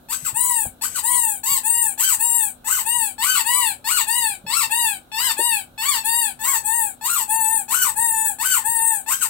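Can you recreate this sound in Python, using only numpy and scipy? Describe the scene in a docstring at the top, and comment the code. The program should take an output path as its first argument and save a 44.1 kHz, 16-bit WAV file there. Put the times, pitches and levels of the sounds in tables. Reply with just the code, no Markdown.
"""A hollow rubber doll is squeezed again and again in a small quiet room, heard by two close microphones.
Its reed is a stack of partials with chopped air noise: high and rough as air is pressed out, lower and
cleaner as the doll refills. A second tone arches over some strokes, and noise stirs in the hollow.
Decaying noise bursts are bumps on the rubber, and low noise is the shifting grip.
Behind them lie room air, as stereo noise, and an appliance's faint hum, as a sine."""
import sys
import numpy as np
from scipy import signal
from scipy.fft import rfft, irfft, next_fast_len
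from scipy.io import wavfile
from scipy.ndimage import uniform_filter1d

SR = 44100
rng = np.random.default_rng(int(sys.argv[2]) if len(sys.argv) > 2 else 0)


def unload_audio(sound):
    """Save the sound as a 16-bit wav file, at the path given as the first command line argument."""
    columns = np.transpose(np.atleast_2d(sound))
    # keep every value between -1 and 1, then stretch to whole-number steps
    steps = np.round(np.clip(columns, -1, 1) * 32767)
    wavfile.write(sys.argv[1], SR, steps.astype(np.int16))


N = 409688  # length in samples
TOP_HZ = 15900  # upper edge of the sound


def undb(db):
    """Decibel law: 20 dB is a tenfold amplitude."""
    return 10 ** (np.asarray(db) / 20)


def rms(x):
    """Effective value: the root of the mean square."""
    return np.sqrt(np.mean(x ** 2) + 1e-20)


def ramp(x):
    """Saturation: hold a value between 0 and 1."""
    return np.clip(x, 0, 1)


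def shape(hz, points):
    """Spectral envelope: read (frequency [Hz], level [dB]) points on a log-frequency axis."""
    point_hz, db = np.transpose(points)
    return np.interp(np.log(hz + 1e-3), np.log(point_hz), db)


def coloured(points, size):
    """Spectral shaping: white noise filtered to an envelope, with rms 1."""
    n = next_fast_len(size)
    gain = undb(shape(np.fft.rfftfreq(n, 1 / SR), points))
    x = irfft(rfft(rng.standard_normal(n)) * gain, n)[:size]
    return x / rms(x)


def wander(t, rate):
    """Random modulation, from slow drift to fast roughness: random values joined by lines, rate a second."""
    knots = np.arange(t[0], t[-1] + 1 / rate, 1 / rate)
    return np.interp(t, knots, rng.standard_normal(len(knots)))


def add(track, start, x):
    """Superposition: mix a sound into a track at a time in seconds."""
    i = max(int(start * SR), 0)
    track[i:i + len(x)] += x[:max(N - i, 0)]


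# spectrum of the still room air: (frequency [Hz], level [dB per Hz])
AIR_SPECTRUM = [(15, -48), (25, 2), (286, -0.5), (462, -10), (709, -4), (1060, -15.5), (1540, -9.5),
                (1860, -29), (4040, -17.5), (4750, -30), (15000, -22)]
AIR_DB = -53.5  # of the common and of the opposed part
HUM_HZ, HUM_DB = 248.2, -60


def background():
    """Spatial coherence: room air is alike at both microphones in the bass; a thin hum is common to both."""
    t = np.arange(N) / SR
    mid, side = coloured(AIR_SPECTRUM, N), coloured(AIR_SPECTRUM, N)
    side = signal.sosfilt(signal.butter(1, 350, "high", fs=SR, output="sos"), side)
    hum = np.sqrt(2) * np.sin(2 * np.pi * HUM_HZ * t) * undb(HUM_DB + 2.0 * wander(t, 4.7))
    return undb(AIR_DB) * (mid + side * np.array([[1], [-1]])) + hum


GRIP_DB, GRIP_SPREAD_DB = -60.5, 3.5  # middle level of the grip's rumble and its random spread
# broad hump of a bump around its ring pitch: (frequency / ring pitch [ratio], level [dB per Hz])
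BUMP_HUMP = [(.25, -25), (.8, 0), (1.25, 0), (2, -28), (10, -70)]
# the hand bumps the rubber: (time [s], level [dB], ring pitch [Hz], time to decay by 60 dB [s])
HAND_BUMPS = [(0.224, -38, 120, 0.14), (0.329, -31.5, 134, 0.063), (0.654, -36, 700, 0.072),
              (0.656, -31.5, 78, 0.17), (0.66, -32, 175, 0.095), (1.516, -36, 130, 0.073),
              (4.439, -40.5, 175, 0.25), (4.450, -41, 470, 0.15), (5.391, -25.5, 457, 0.089),
              (8.681, -41, 121, 0.11)]


def hand():
    """Damped resonance: dull bumps die away on the hollow rubber over the low rumble of the shifting grip."""
    out, t = np.zeros(N), np.arange(SR // 4) / SR
    for start, db, hz, t60 in HAND_BUMPS:
        ring = coloured([(hz * ratio, ring_db) for ratio, ring_db in BUMP_HUMP], len(t))
        onset = 1 - np.exp(-t / 0.00058)
        add(out, start, ring * undb(db - 60 * t / t60) * onset)
    grip = coloured([(25, -21), (80, 4.5), (170, 1), (300, -18.5), (520, -1.5), (1000, -23), (4000, -62)], N)
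    return out + grip * undb(GRIP_DB + GRIP_SPREAD_DB * wander(np.arange(N) / SR, 14))


SLACK_HZ, TAUT_HZ = 787, 1545  # pitch of the reed at the weakest and at full pressure
CHOKE_DB = -38  # at full pressure a swing smaller than this is pressed shut
HELD_UNREST = 0.26  # share of the shaking that remains while the pitch is held
FLEX_DB, FLEX_PRESSURE_DB = 1.6, 2.3  # random spread of each partial, and its growth under pressure
# lowest partials as the doll is turned, re treble: (time [s], fundamental level [dB], octave level [dB])
LOW_COLOUR = [(1.3, -6, -14), (2.1, -10.5, -14.5), (2.75, -5.5, -14.5), (3.3, -2.5, -6.5), (5.4, -2, -6.5),
              (6.0, -3.5, -7.5), (6.6, -3.5, -9.5), (7.3, -1.5, -15), (8.3, -2.5, -9), (9.1, -3, -10.5)]
# air rushing through the slit: (frequency [Hz], level [dB per Hz])
RUSH_SPECTRUM = [(400, -52.5), (900, -2), (2500, 6), (4300, -4), (5600, 5.5), (6800, -14), (8000, 23),
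                 (9300, -4), (12500, 10), (15500, -18)]


def squeak(start, pitch, loud, reed, nasal_db, rasp, spit_db, waver, flutter, rush_db, low_power,
           low_db=0, shake=0):
    """Reed oscillation: one stroke of air drives a stack of partials and a rush chopped once a cycle."""
    t = start + np.arange(len(pitch)) / SR
    swing = undb(loud)
    hz = uniform_filter1d(pitch, size=len(t) // 20)  # the air inside cushions every change
    ends = np.clip(np.minimum(t - t[0], t[-1] - t) / 0.0013, 0, 1)
    pressure = np.clip((hz - SLACK_HZ) / (TAUT_HZ - SLACK_HZ), .05, 1)

    # the reed is steadier when slack or taut, and shakes on the way between, most while it glides
    glide = np.abs(np.gradient(hz))
    gliding = HELD_UNREST + (1 - HELD_UNREST) * np.sqrt(glide / glide.max())
    unrest = 0.458 + 4.82 * pressure * (1 - pressure) * gliding
    hz = hz * (1 + unrest * (waver * wander(t, 110.1) + rasp * wander(t, 900)))
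    phase = 2 * np.pi * np.cumsum(hz) / SR

    # each partial swells and fades on its own as the rubber flexes, more so under pressure
    k = np.arange(3, 21)[:, None]
    flex_spread = FLEX_DB + FLEX_PRESSURE_DB * np.sqrt(pressure)
    flex_db = flex_spread * np.array([wander(t, 44.6) for _ in k])
    partials = undb(shape(k * hz, reed) + flex_db) * np.sin(k * phase) * (k * hz < TOP_HZ)
    high = k * hz > 5700
    treble = (partials * high).sum(0)
    middle = (partials * ~high).sum(0)
    treble /= np.sqrt(uniform_filter1d(treble ** 2, size=400) + 1e-9)

    when, *columns = np.transpose(LOW_COLOUR)
    tone, octave = undb([np.interp(t.mean(), when, c) for c in columns]) * undb(low_db)
    low = np.sqrt(2) * (tone * np.sin(phase) + octave * np.sin(2 * phase))
    low += undb(nasal_db) * middle / rms(middle)
    # a rough swing is also uneven in size, which makes the low partials hoarse
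    low *= (1 + shake * unrest * wander(t, 800)) / np.sqrt(1 + (shake * unrest) ** 2 / 2)
    # gentle blowing loses the treble sooner than the low partials
    soft = swing * (swing.max() / swing) ** ((1 - low_power) * (1 - pressure))
    soft *= rms(swing) / rms(soft)

    # the tongue slaps unevenly under pressure
    uneven = 2 * np.tanh((wander(t, 180.7) + 0.18 * wander(t, 1100)) / 2)
    slap = np.exp(flutter * np.sqrt(pressure) * uneven)
    # air spits past the swinging tongue, and still hisses through when a hard squeeze chokes it
    flow = undb(spit_db) * swing * pressure ** 0.26 + undb(rush_db) * pressure
    rush = flow * coloured(RUSH_SPECTRUM, len(t)) * (1 + 0.74 * np.cos(phase))
    free = np.clip(1 - undb(CHOKE_DB) * pressure / swing, 0, 1)
    return ends * (free * (swing * treble + soft * low) * slap / rms(slap) + rush)


SQUEEZE_FOOT_HZ, SQUEEZE_KNEE_HZ = 859, 929.6  # slow creep beneath the steep rise to the top pitch
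SQUEEZE_ONSET_DB = -16.5  # relative level at the first instant
SQUEEZE_ATTACK_S, USUAL_RISE_S = 0.048, .1  # attack at the usual rise; a quicker squeeze speaks much sooner
SQUEEZE_END_DB, SQUEEZE_FADE_S = -50.5, 0.033
HOLD_IN_S, HOLD_OUT_S = 0.017, 0.016  # time for the level shift to set in and to pass off


def squeeze(length, rise, fall, top_hz, db, hold_db):
    """Pressure-controlled pitch: pressure builds, holds and drops; the level shifts up or down in the hold."""
    t = np.arange(0, length, 1 / SR)
    press = ramp(np.minimum(t / rise, (length - t) / fall))
    creep = (SQUEEZE_KNEE_HZ - SQUEEZE_FOOT_HZ) * press
    climb = (top_hz - SQUEEZE_KNEE_HZ) * np.sin(np.pi / 2 * press ** 2) ** 2
    attack = SQUEEZE_ONSET_DB * ramp(1 - t / (SQUEEZE_ATTACK_S * (rise / USUAL_RISE_S) ** 2))
    fade = SQUEEZE_END_DB * ramp(1 - (length - t) / SQUEEZE_FADE_S)
    held = ramp((t - rise) / HOLD_IN_S) * ramp((length - fall - t) / HOLD_OUT_S + .5)
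    return SQUEEZE_FOOT_HZ + creep + climb, db + attack + fade + hold_db * held


RASP, SPIT_DB = 0.018, -6  # cycle-to-cycle pitch spread and spitting air at roughness 1
# strength of the reed's partials, air going out: (frequency [Hz], level [dB])
REED_OUTWARD = [(2700, 3.5), (3600, -2.5), (4600, 0.5), (5600, -9), (6500, -5), (7300, 4.5), (8000, 13),
                (9000, -2.5), (10500, -3.5), (12500, -0.5), (15300, -2)]
# air pressed out: (start [s], length [s], rise [s], fall [s], top pitch [Hz], treble level [dB],
# level shift while the top pitch is held [dB], partials from the third up to 5.7 kHz re treble [dB],
# roughness [1 = fully rough])
OUT_STROKES = [ (0.085, 0.24, .061, 0.079, 1574, -24, -17, -13, .9),
               (0.811, .212, .045, 0.073, 1548, -22.5, -14, -11, 0.96),
               (1.432, 0.18, 0.035, 0.061, 938.5, -23.5, 2, -12, 0.4),
               (1.976, 0.2, 0.061, 0.095, 1553, -18, -2, -15.5, 0.98),
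               (2.643, 0.2, 0.079, 0.096, 1500, -21.5, -1, -15.5, 1.04),
               (3.180, 0.26, 0.099, 0.099, 1516, -20, -1.5, -7.5, .75),
               (3.842, 0.21, 0.083, 0.097, 1467, -21, -4, -4.5, .8),
               (4.464, 0.21, 0.11, 0.091, 1383, -21.5, 2, -2.5, 0.6),
               (5.116, 0.23, 0.12, 0.093, 1019, -24, 7, -1, 0.38),
               (5.777, 0.24, .100, 0.12, 1155, -23.5, 11, -3, 0.32),
               (6.39, .215, .105, .109, 1113, -21, 2, -13, 0.64),
               (7.01, 0.25, 0.098, .128, 1410, -22, -1, -12, 0.71),
               (7.68, 0.25, 0.077, 0.11, 1500, -20, -1.5, -14.5, 0.84),
               (8.385, .241, .073, 0.098, 1519, -20, -0.5, -14.5, 0.83),
               (9.061, 0.23, .077, 0.081, 1583, -20.5, -14, -14.5, 1.1), ]


def squeezes():
    """Outward reed flow: rough squeals, returned with the flow amplitude that stirs the hollow."""
    out, flow = np.zeros(N), np.zeros(N)
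    for start, *stroke, nasal_db, rough in OUT_STROKES:
        pitch, loud = squeeze(*stroke)
        spit_db = SPIT_DB + 20 * np.log10(max(rough, .01))
        squeal = squeak(start, pitch, loud, REED_OUTWARD, nasal_db, rasp=RASP * rough, spit_db=spit_db,
                        waver=0.01037 * rough, flutter=0.63, rush_db=-43.5, low_power=0.46,
                        shake=.25 * rough)
        add(out, start, squeal)
        add(flow, start, undb(loud))
    return out, flow


RELEASE_RISE_S, RELEASE_START_HZ, RELEASE_END_HZ = .085, 801, 734.4
RELEASE_ONSET_DB, RELEASE_ATTACK_S = -17, .022  # level at the first instant; time until the reed speaks fully
RELEASE_FULL_HZ, RELEASE_END_DB = 901.6, -22  # below this pitch the note weakens, by this at the end pitch


def release(length, fall, first_hz, last_hz, sag_hz, db):
    """Elastic recoil: suction sets in, holds while the rubber unfolds and runs out, lowering pitch and level."""
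    t = np.arange(0, length, 1 / SR)
    held = ramp((t - RELEASE_RISE_S) / max(length - fall - RELEASE_RISE_S, .01))
    hz = first_hz + (last_hz - first_hz) * held - sag_hz * np.sin(np.pi * held) ** 2
    scoop = (first_hz - RELEASE_START_HZ) * ramp(1 - t / RELEASE_RISE_S) ** 2.5  # slides up into its pitch
    hz = hz - (last_hz - RELEASE_END_HZ) * ramp(1 - (length - t) / fall) ** 1.3
    attack = RELEASE_ONSET_DB * ramp(1 - t / RELEASE_ATTACK_S)
    weak = ramp((RELEASE_FULL_HZ - hz) / (RELEASE_FULL_HZ - RELEASE_END_HZ)) ** 1.52
    return hz - scoop, db + attack + RELEASE_END_DB * weak


# strength of the reed's partials, air coming in: (frequency [Hz], level [dB])
REED_INWARD = [(2700, -5.5), (3600, -15), (4600, -15.5), (5700, -33), (6500, -10.5), (7300, 2), (8200, 11),
               (9000, 5.5), (10200, 2.5), (11600, -1.5), (13300, -7), (15300, -1)]
# air drawn back in: (start [s], length [s], fall [s], pitch after the rise [Hz],
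# pitch before the fall [Hz], sag between them [Hz], treble level before a common trim [dB],
# partials from the third up to 5.7 kHz re treble [dB])
IN_STROKES = [ (0.339, 0.35, 0.16, 986.4, 959, -15, -19, -17),
              (1.022, 0.37, 0.22, 980, 973.5, -6.5, -18.5, -17.5),
              (1.63, 0.31, 0.14, 931.6, 951.5, -2.5, -17.5, -17),
              (2.184, 0.33, 0.16, 952, 955, 20, -17, -16.5), (2.844, 0.28, 0.18, 950, 975, -4, -19.5, -10),
              (3.443, 0.3, 0.16, 982, 1005, 0, -19, -5.5), (4.062, 0.3, 0.2, 942.5, 982, 9, -20, -5.5),
              (4.694, 0.28, 0.19, 943, 969, -3, -19, -4.5), (5.365, 0.26, 0.18, 946, 981, -11, -19.5, -4),
              (6.034, 0.29, .142, 919, 958, 2.5, -19, -7.5), (6.634, 0.29, 0.16, 896, 946.5, -12, -19, -17),
              (7.277, 0.36, 0.097, 901.4, 906.7, 26.5, -18, -16.5),
              (7.952, 0.39, 0.082, 935, 880, 20.5, -18, -17.5),
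              (8.636, .383, 0.13, 928.7, 916.7, 19.5, -18, -19), ]


def releases():
    """Inward reed flow: lower, cleaner notes with little pitch shake or air noise."""
    out = np.zeros(N)
    trim = undb(-1.27)
    for start, *stroke, nasal_db in IN_STROKES:
        note = squeak(start, *release(*stroke), REED_INWARD, nasal_db, rasp=.0008, spit_db=-58,
                      waver=.0028, flutter=0.015, rush_db=-62, low_power=0.99,
                      low_db=(0, -1))  # fundamental, octave
        add(out, start, trim * note)
    return out


SPLIT_FOOT_HZ = 930


def split(length, top_hz, db):
    """Parabolic glide: the second tone's pitch makes one arch at an even level."""
    u = np.arange(0, length, 1 / SR) / length
    arch = 1 - (2 * u - 1) ** 2
    return SPLIT_FOOT_HZ + arch * (top_hz - SPLIT_FOOT_HZ), np.full(len(u), db)


# under strong flow the reed breaks into a second tone: (start [s], end [s], top pitch [Hz], level [dB])
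SECOND_TONES = [(0.387, 0.556, 1074, -29.5), (1.052, 1.204, 1091, -27), (1.457, 1.583, 1133, -23.5),
                (3.23, 3.388, 1283, -27.5), (3.489, 3.656, 1160, -28), (4.118, 4.237, 1030, -31.5),
                (4.487, 4.648, 1534, -35.5), (5.184, 5.323, 1680, -27.5), (5.815, 5.978, 1845, -30.5),
                (6.443, 6.561, 1684, -28.5)]


def second_tones():
    """Biphonation: the reed sounds a second, independent pitch beside the first."""
    out = np.zeros(N)
    for start, end, top_hz, db in SECOND_TONES:
        tone = squeak(start, *split(end - start, top_hz, db), REED_OUTWARD, nasal_db=-11.5, rasp=0.0022,
                      spit_db=-46, waver=0.0035, flutter=.03, rush_db=-62, low_power=0.17)
        add(out, start, tone)
    return out


VENT_HZ = 693  # the small vent radiates little below this
HOLLOW_DB = -35.5  # relative to the treble
# the moving air stirs the hollow of the doll: (frequency [Hz], level [dB per Hz])
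HOLLOW_SPECTRUM = [(200, -23), (370, -4), (460, 0), (560, -5), (900, -35)]


def doll():
    """Aperture radiation: the vent passes the reed's upper range; outward air also stirs the hollow."""
    out, flow = squeezes()
    out = out + releases() + second_tones()
    hollow = undb(HOLLOW_DB) * flow * coloured(HOLLOW_SPECTRUM, N)
    return signal.sosfilt(signal.butter(6, VENT_HZ, "high", fs=SR, output="sos"), out) + hollow


def reflections(t, t60, gap, count):
    """Exponential decay: echoes with unit energy; a higher odd count makes them sparser."""
    x = rng.standard_normal(len(t)) ** count * undb(-60 * t / t60) * (t > gap)
    return x / np.linalg.norm(x)


# how much more the left microphone hears of the doll: (frequency [Hz], left minus right [dB])
MICROPHONE_SHADE = [(900, 10), (2000, 7.5), (4000, 3.5), (6300, 5), (7300, 13), (8200, 19.5), (10000, 15),
                    (11500, 8), (13000, 2), (15000, -8)]


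def room(x, wet_db, t60, near_db, near_t60, near_hz):
    """Reflection and shading: treble glances off moving hand and doll, then a short tail; one side is shaded."""
    t = np.arange(SR // 2) / SR
    n = next_fast_len(N + len(t))
    lean = undb(shape(np.fft.rfftfreq(n, 1 / SR), MICROPHONE_SHADE))
    small = signal.butter(1, near_hz, "high", fs=SR, output="sos")  # small surfaces return only short waves
    hop = SR // 7
    out = []
    for gain, lag in ((lean, 0), (1, 3)):  # left, right; lag in samples
        heard = np.roll(x, lag)
        for i in range(0, N, hop):  # each pose fades into the next and has its own echoes
            piece = x[i:i + 2 * hop]
            piece = piece * np.sin(np.pi * np.arange(len(piece)) / (2 * hop))
            echoes = signal.sosfilt(small, reflections(t[:hop], near_t60, gap=.001, count=3))
            add(heard, i / SR, undb(near_db) * signal.fftconvolve(piece, echoes))
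        tail = signal.fftconvolve(x, reflections(t, t60, gap=0.0074, count=1))[:N]
        heard = (heard + undb(wet_db) * tail) / np.sqrt(1 + undb(near_db) ** 2 / 2)
        balance = gain * np.sqrt(2 / (1 + lean ** 2))  # keeps the summed power of both sides
        out.append(irfft(rfft(heard, n) * balance, n)[:N])
    return np.array(out)


def scene():
    """Linear superposition: the doll in its room, the hand and the background."""
    in_room = room(doll(), wet_db=-4, t60=0.19, near_db=7.0, near_t60=0.13, near_hz=3540)
    return in_room + hand() + background()


PEAK_LIMIT = .9  # full scale = 1


def record(dry):
    """Saturation and band-limiting: the very highest peaks are rounded and the top is cut."""
    rounded = dry / (1 + (dry / PEAK_LIMIT) ** 8) ** (1 / 8)
    return signal.sosfilt(signal.ellip(10, .2, 80, TOP_HZ, fs=SR, output="sos"), rounded)


dry = scene()
out = record(dry)
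unload_audio(out)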